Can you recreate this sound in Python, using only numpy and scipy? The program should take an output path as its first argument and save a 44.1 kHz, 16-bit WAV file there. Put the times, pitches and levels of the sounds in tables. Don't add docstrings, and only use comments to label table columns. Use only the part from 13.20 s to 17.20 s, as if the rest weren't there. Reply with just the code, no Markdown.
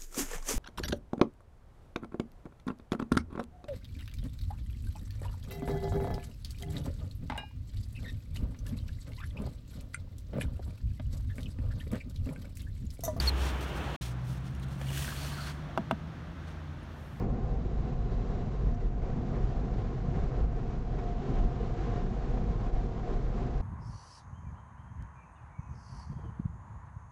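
import sys
import numpy as np
from scipy import signal
from scipy.fft import rfft, irfft
from scipy.io import wavfile
from scipy.ndimage import uniform_filter1d

SR = 44100
rng = np.random.default_rng(int(sys.argv[2]) if len(sys.argv) > 2 else 0)


def unload_wav(signal):
    wavfile.write(
        sys.argv[1],
        SR,
        np.round(np.clip(np.atleast_2d(signal).T, -1, 1) * 32767).astype(np.int16),
    )


N = 176400
T = np.arange(N) / SR
CLOSE_END_S, WIDE_START_S = 0.7628, 0.811
RASP_PER_S, RASP_SPREAD_DB, CRUNCH_SPREAD_DB = 14000, 1, 2.5

# f/Hz, level/dB
RASP_SPECTRUM = [(150, -17), (500, -16), (1000, -0.5), (1700, -0.5), (2100, -1.5), (3300, 1.5), (5600, -2),
                 (7200, -6), (9500, -7), (12200, -11.5), (14000, -14), (15500, -15.5)]
# f/Hz, level/dB
CRUNCH_SPECTRUM = [(300, -15), (700, -7), (1100, -21), (1700, 6), (2100, 2.5), (2600, 6.5), (3400, 5.5),
                   (4000, -7), (9000, -10), (16000, -21)]


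def amp(db):
    return 10 ** (np.asarray(db) / 20)


def unit(x):
    return x / np.sqrt(np.mean(x ** 2) + 1e-20)


def curves(rows):
    times, *columns = np.transpose(rows)
    return [np.interp(T, times, column) for column in columns]


def add(mix, start, sound):
    part = mix[max(round(start * SR), 0):][:len(sound)]
    part += sound[:len(part)]


def colour(x, spectrum, tilt=0, low_hz=0):
    hz = np.fft.rfftfreq(len(x), 1 / SR) + 1
    points_hz, db = np.transpose(spectrum)
    gain = amp(np.interp(np.log(hz), np.log(points_hz), db) + tilt * np.log2(hz))
    return unit(irfft(rfft(x) * gain / (1 + (low_hz / hz) ** 6), len(x)))


def wander(rate_hz):
    hz = np.fft.rfftfreq(N, 1 / SR)
    return unit(irfft(rfft(rng.standard_normal(N)) * np.exp(-(hz / rate_hz) ** 2), N))


def fractures(per_s, spread_db):
    size = amp(spread_db * np.minimum(rng.exponential(1, N), 4))
    return unit(size * rng.choice([-1, 1], N) * (rng.random(N) < per_s / SR))


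def ring(x, hz, width_hz):
    carrier = np.exp(2j * np.pi * np.cumsum(hz * np.ones(len(x))) / SR)
    pole = np.exp(-np.pi * width_hz / SR)
    return unit((carrier * signal.lfilter([1], [1, -2 * pole, pole * pole], x / carrier)).real)


def street():
    # f/Hz, level/dB
    close_spectrum = [(59, -31), (100, -2), (188, -10.5), (333, -9), (420, -13), (682, -14), (1260, -16),
                      (1800, -19.5), (1960, -22.5), (3100, -22.5), (4300, -32.5), (5630, -36.5),
                      (10400, -46), (15500, -48)]
    wide_spectrum = [(120, -52), (200, 10), (350, -0.1), (443, -6.5), (680, -4), (780, -6.5), (1360, -7),
                     (1750, -10), (2300, -16), (3050, -18.5), (3500, -18.5), (4400, -24), (6250, -29),
                     (7970, -37.5), (15000, -45.5)]
    rumble_spectrum = [(20, -24), (38, -14.5), (52, 0), (75, 1), (100, -7.5), (135, 0), (185, -7),
                       (260, -20.5), (400, -39), (1000, -72)]
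    # t/s, roar/dB, rumble/dB
    wide_levels = [(.8, -48, -45.5), (1.3, -51.5, -40.5), (1.75, -47, -41), (2.3, -48, -43.5),
                   (2.8, -50, -42), (3.3, -49.5, -47.5), (4, -51, -43.5)]
    # t/s, level/dB
    hiss_levels = [(3.5, -100), (3.8, -71.5), (4, -72)]
    roar_db, rumble_db = curves(wide_levels)
    roar_noise, rumble_noise, hiss_noise = rng.standard_normal((3, N))
    close = T < CLOSE_END_S
    close_roar = amp(-40.5) * colour(roar_noise, close_spectrum, low_hz=198)
    wide_roar = amp(roar_db) * colour(roar_noise, wide_spectrum, low_hz=208)
    roar = np.where(close, close_roar, wide_roar) * amp(0.5 * wander(4.1))
    rumble = amp(np.where(close, -38.5, rumble_db)) * colour(rumble_noise, rumble_spectrum)
    hiss = amp(curves(hiss_levels)[0]) * colour(hiss_noise, [(4000, 0), (13000, 1), (16000, -8)])
    return roar + rumble + hiss


def engine_note(rows, flutter_db, waver):
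    hz, db = curves(rows)
    phase = 2 * np.pi * np.cumsum(hz * (1 + waver * wander(11.5))) / SR
    return amp(db + flutter_db * wander(25)) * unit(np.sin(phase)) * (T >= rows[0][0])


def engines():
    # t/s, f/Hz, level/dB
    drone = [(0, 65.9, -26.5), (.2, 64.3, -30), (.44, 65, -35), (.57, 65.3, -46.5), (.82, 60.7, -41.5),
             (1.6, 66.9, -44), (2.1, 71.75, -42.5), (2.7, 75.8, -55), (3.3, 82.33, -42.5), (4, 81.6, -51.5)]
    exhaust = [(.79, 121.1, -40), (1.05, 125.5, -35.5), (1.4, 131.3, -44), (1.7, 136.4, -35),
               (1.95, 141.4, -45.5), (2.23, 143.5, -39.5), (2.55, 154.2, -48.5), (2.85, 159.1, -44),
               (3.14, 166.8, -51.5), (3.5, 145.4, -45), (4, 115.4, -67.5)]
    # t/s, f/Hz, level/dB
    far_engine = [(.82, 170, -50), (1.55, 184.8, -48), (2.2, 193.6, -71)]
    return (engine_note(drone, flutter_db=-0.5, waver=0.0035)
            + engine_note(exhaust, flutter_db=0.94, waver=0.0077)
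            + engine_note(far_engine, flutter_db=0, waver=0.0093))


def frost_dust():
    # t/s, level/dB
    levels = [(.9, -82), (1.1, -72), (1.45, -72), (1.7, -67), (2.3, -58.5), (2.45, -94)]
    spectrum = [(1500, -13), (4000, 0), (9000, 3), (11000, -5), (16000, -5)]  # f/Hz, level/dB
    grains = fractures(per_s=900, spread_db=CRUNCH_SPREAD_DB)
    return amp(curves(levels)[0]) * colour(grains, spectrum)


def knocks():
    # t/s, level/dB, tilt/(dB/octave), rebound/dB, thud/dB
    hits = [(2.5752, -21.5, -2.5, -15, 0), (2.7103, -20.5, 0.6, -27, 0)]
    # f/Hz, level/dB, t60/s, delay/s
    modes = [(200, -0.5, 0.067, 0.01557), (245, -9.5, 0.078, 0.00076), (347, -11.5, 0.054, 0.00304),
             (668, -5.5, 0.072, 0.00128), (778, -3, 0.025, 0.0012), (961, -17.5, 0.091, 0.0012),
             (1220, -9, 0.035, 0.00079), (1541, -12, 0.03, 0.001188), (2220, -15, 0.021, 0.001538),
             (2820, -6, 0.012, 0.00148), (3440, -11, 0.016, 0.00145)]
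    clack_hz, peak_s, width_s, rebound_s = 1040, 0.00136, 0.00066, 0.00634
    body_below_hz, glass_rise_s, tick_decay_s = 300, 0.00029, 0.004
    out, t = np.zeros(N), np.arange(SR // 2) / SR
    contact = np.exp(-((t - peak_s) / width_s) ** 2)
    clack = amp(7.5) * contact * np.sin(2 * np.pi * clack_hz * (peak_s - t))
    for start, db, tilt, rebound_db, thud_db in hits:
        tick = amp(-22) * colour(rng.standard_normal(len(t)), RASP_SPECTRUM) * np.exp(-t / tick_decay_s)
        knock = clack + tick
        for hz, mode_db, t60, delay in modes:
            is_body = hz < body_below_hz
            trim_db = thud_db if is_body else tilt * np.log2(hz / 1000)
            rise_s = 0.5 / hz if is_body else glass_rise_s
            age = np.maximum(t - delay, 0)
            envelope = amp(mode_db + trim_db - 60 * age / t60) * np.minimum(age / rise_s, 1)
            knock += envelope * np.cos(2 * np.pi * hz * age)
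        add(out, start, amp(db) * knock)
        add(out, start + rebound_s, amp(db + rebound_db) * clack)
    return out


def squeaks():
    # t/s, length/s, f/Hz, level/dB
    slips = [(0, 0.0045, 4660, -24.5), (0.069, 0.0047, 4600, -41), (0.0745, 0.022, 4395, -25.5)]
    partials = [0, -29, -21.5]
    sag_hz_per_s, fade_db_per_s, edge_s, jitter = 8700, 197, 0.00092, 0.0068
    out = np.zeros(N)
    for start, length, hz, db in slips:
        t = np.arange(0, length, 1 / SR)
        pitch = (hz - sag_hz_per_s * t) * (1 + jitter * wander(600)[:len(t)])
        phase = 2 * np.pi * np.cumsum(pitch) / SR
        tone = sum(amp(level) * np.sin(k * phase) for k, level in enumerate(partials, 1))
        gate = np.minimum(np.minimum(t, length - t) / edge_s, 1)
        add(out, start, unit(tone) * amp(db - fade_db_per_s * t) * gate)
    return out


def chips():
    # t/s, snap/dB, ring f/Hz,
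    # ring/dB
    flakes = [(0.094, -40.5, 4000, -40), (1.349, -54.5, 5500, -65), (1.363, -66, 5590, -65),
              (1.397, -54.5, 9360, -65), (1.484, -57, 8400, -64), (1.614, -45, 720, -40.5),
              (1.774, -40, 1680, -38.5), (1.823, -39, 900, -43.5), (1.845, -43, 1730, -39),
              (1.879, -53, 1630, -36.5), (3.63, -68, 9500, -68)]
    decay_s = 0.0064
    out, t = np.zeros(N), np.arange(SR // 10) / SR
    snap = colour(rng.standard_normal(N), CRUNCH_SPECTRUM, tilt=3)
    fade = np.exp(-t / decay_s)
    fade_rms = np.sqrt(np.mean(fade ** 2))
    for start, snap_db, hz, ring_db in flakes:
        out += amp(snap_db) * (T >= start) * np.exp(-abs(T - start) / decay_s) * snap
        blade = ring(rng.standard_normal(SR // 4), hz, width_hz=320)[-len(t):]
        add(out, start, amp(ring_db) * unit(blade * fade) * fade_rms)
    return out


def catches():
    # t/s, length/s, f/Hz, level/dB
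    judders = [(1.422, .03, 3900, -63), (1.685, 0.019, 2950, -50.5), (1.693, 0.038, 675, -51),
               (1.772, 0.013, 3370, -50), (1.887, 0.051, 1680, -51), (1.922, 0.022, 1160, -47.5),
               (2.023, 0.05, 595, -52.5), (2.168, .08, 1330, -49.5), (2.261, 0.066, 1496, -50),
               (2.476, .1, 680, -55)]
    out = np.zeros(N)
    for start, length, hz, db in judders:
        t = np.arange(0, length, 1 / SR)
        blade = ring(rng.standard_normal(SR // 4), hz, width_hz=380)[-len(t):]
        swell = np.sin(np.pi * np.sqrt(t / length))
        add(out, start, amp(db) * unit(blade * swell))
    return out


def swipes():
    # t/s, length/s, rise/s, fall/s, level/dB, tilt/(dB/octave)
    strokes = [(0, 0.1, 0.0013, 0.0043, -41.5, -1), (0.146, 0.18, 0.076, 0.031, -44, -1),
               (0.403, 0.054, 0.0076, 0.012, -51.5, 0.5), (0.47, 0.039, .012, .015, -55, 1),
               (0.542, .06, .03, .025, -53, 1.5), (0.811, 0.14, 0.0044, 0.11, -47.5, 0.5),
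               (1.023, 0.13, 0.087, 0.024, -55.5, 2), (1.144, 0.051, .008, .015, -60.5, 0.5),
               (1.24, 0.077, .015, 0.043, -56.5, -2), (1.412, 0.038, 0.02, 0.014, -53, 0),
               (1.487, 0.088, 0.035, 0.045, -58, 0), (3.264, 0.091, 0.015, 0.087, -54.5, -4)]
    out, grains = np.zeros(N), fractures(RASP_PER_S, RASP_SPREAD_DB)
    for start, length, rise, fall, db, tilt in strokes:
        pressure = np.clip(np.minimum((T - start) / rise, (start + length - T) / fall), 0, 1)
        out += amp(db) * pressure * colour(grains, RASP_SPECTRUM, tilt)
    roughness = amp(1.3 * wander(79))
    return out * roughness


def long_pull():
    # t/s, rasp/dB, brightness (-2 fully dull, +2 fully bright), crunch/dB, blade ring/dB
    gesture = [(1.58, -63, -1, -73, -70), (1.63, -59.5, 7, -57.5, -66), (1.7, -53, 5, -50.5, -55.5),
               (1.78, -42, 9, -47, -71), (1.86, -45.5, 2, -49, -56), (1.96, -47.5, .5, -53.5, -53),
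               (2.06, -45, -0.5, -57, -52), (2.18, -52, -0.5, -60, -48.5), (2.3, -45, -2, -72, -54),
               (2.345, -62.5, -5, -70, -79), (2.45, -69, -3, -77, -73)]
    # f/Hz, width/Hz, level/dB
    resonances = [(674, 110, -5), (1285, 230, -3), (1570, 410, 0.5), (3250, 230, -12), (4400, 540, 0)]
    rasp_db, brightness, crunch_db, blade_db = curves(gesture)
    grains = fractures(RASP_PER_S, RASP_SPREAD_DB)
    bright, dull = colour(grains, RASP_SPECTRUM, tilt=4.5), colour(grains, RASP_SPECTRUM, tilt=-2.8)
    blend = np.clip(0.5 + brightness / 4, 0, 1)
    rasp = amp(rasp_db) * (blend * bright + (1 - blend) * dull)
    crunch = amp(crunch_db) * colour(fractures(per_s=1100, spread_db=CRUNCH_SPREAD_DB), CRUNCH_SPECTRUM)
    drag, ringing = fractures(RASP_PER_S, RASP_SPREAD_DB), np.zeros(N)
    for hz, width_hz, db in resonances:
        flicker_db = 2.2 * wander(25)
        drifting_hz = hz * (1 + 0.024 * wander(13))
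        ringing += amp(db + flicker_db) * ring(drag, drifting_hz, width_hz)
    blade = amp(blade_db) * unit(ringing)
    roughness = amp(0.65 * wander(71))
    on_glass = (T > gesture[0][0]) & (T < gesture[-1][0])
    return (rasp + crunch + blade) * roughness * on_glass


def scene():
    hum = engines()
    scraper = swipes() + long_pull() + catches() + chips() + squeaks() + knocks()
    return (scraper + street() + hum + frost_dust())[None]


def record(dry):
    # f/Hz, width/Hz, level/dB
    dips = [(3850, 140, -1.5), (4900, 330, -3), (7620, 250, -2), (10420, 380, -4.5)]
    hz = np.fft.rfftfreq(N, 1 / SR)
    response_db = sum(db * np.exp(-((hz - centre) / width) ** 2) for centre, width, db in dips)
    heard = irfft(rfft(dry) * amp(response_db), N)
    gate = uniform_filter1d(1.0 * ((T < CLOSE_END_S) | (T > WIDE_START_S)), size=64)
    lowpass = signal.firwin(511, cutoff=15900, window=("kaiser", 9), fs=SR)
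    return signal.oaconvolve(heard * gate, lowpass[None], "same")


dry = scene()
out = record(dry)
unload_wav(out)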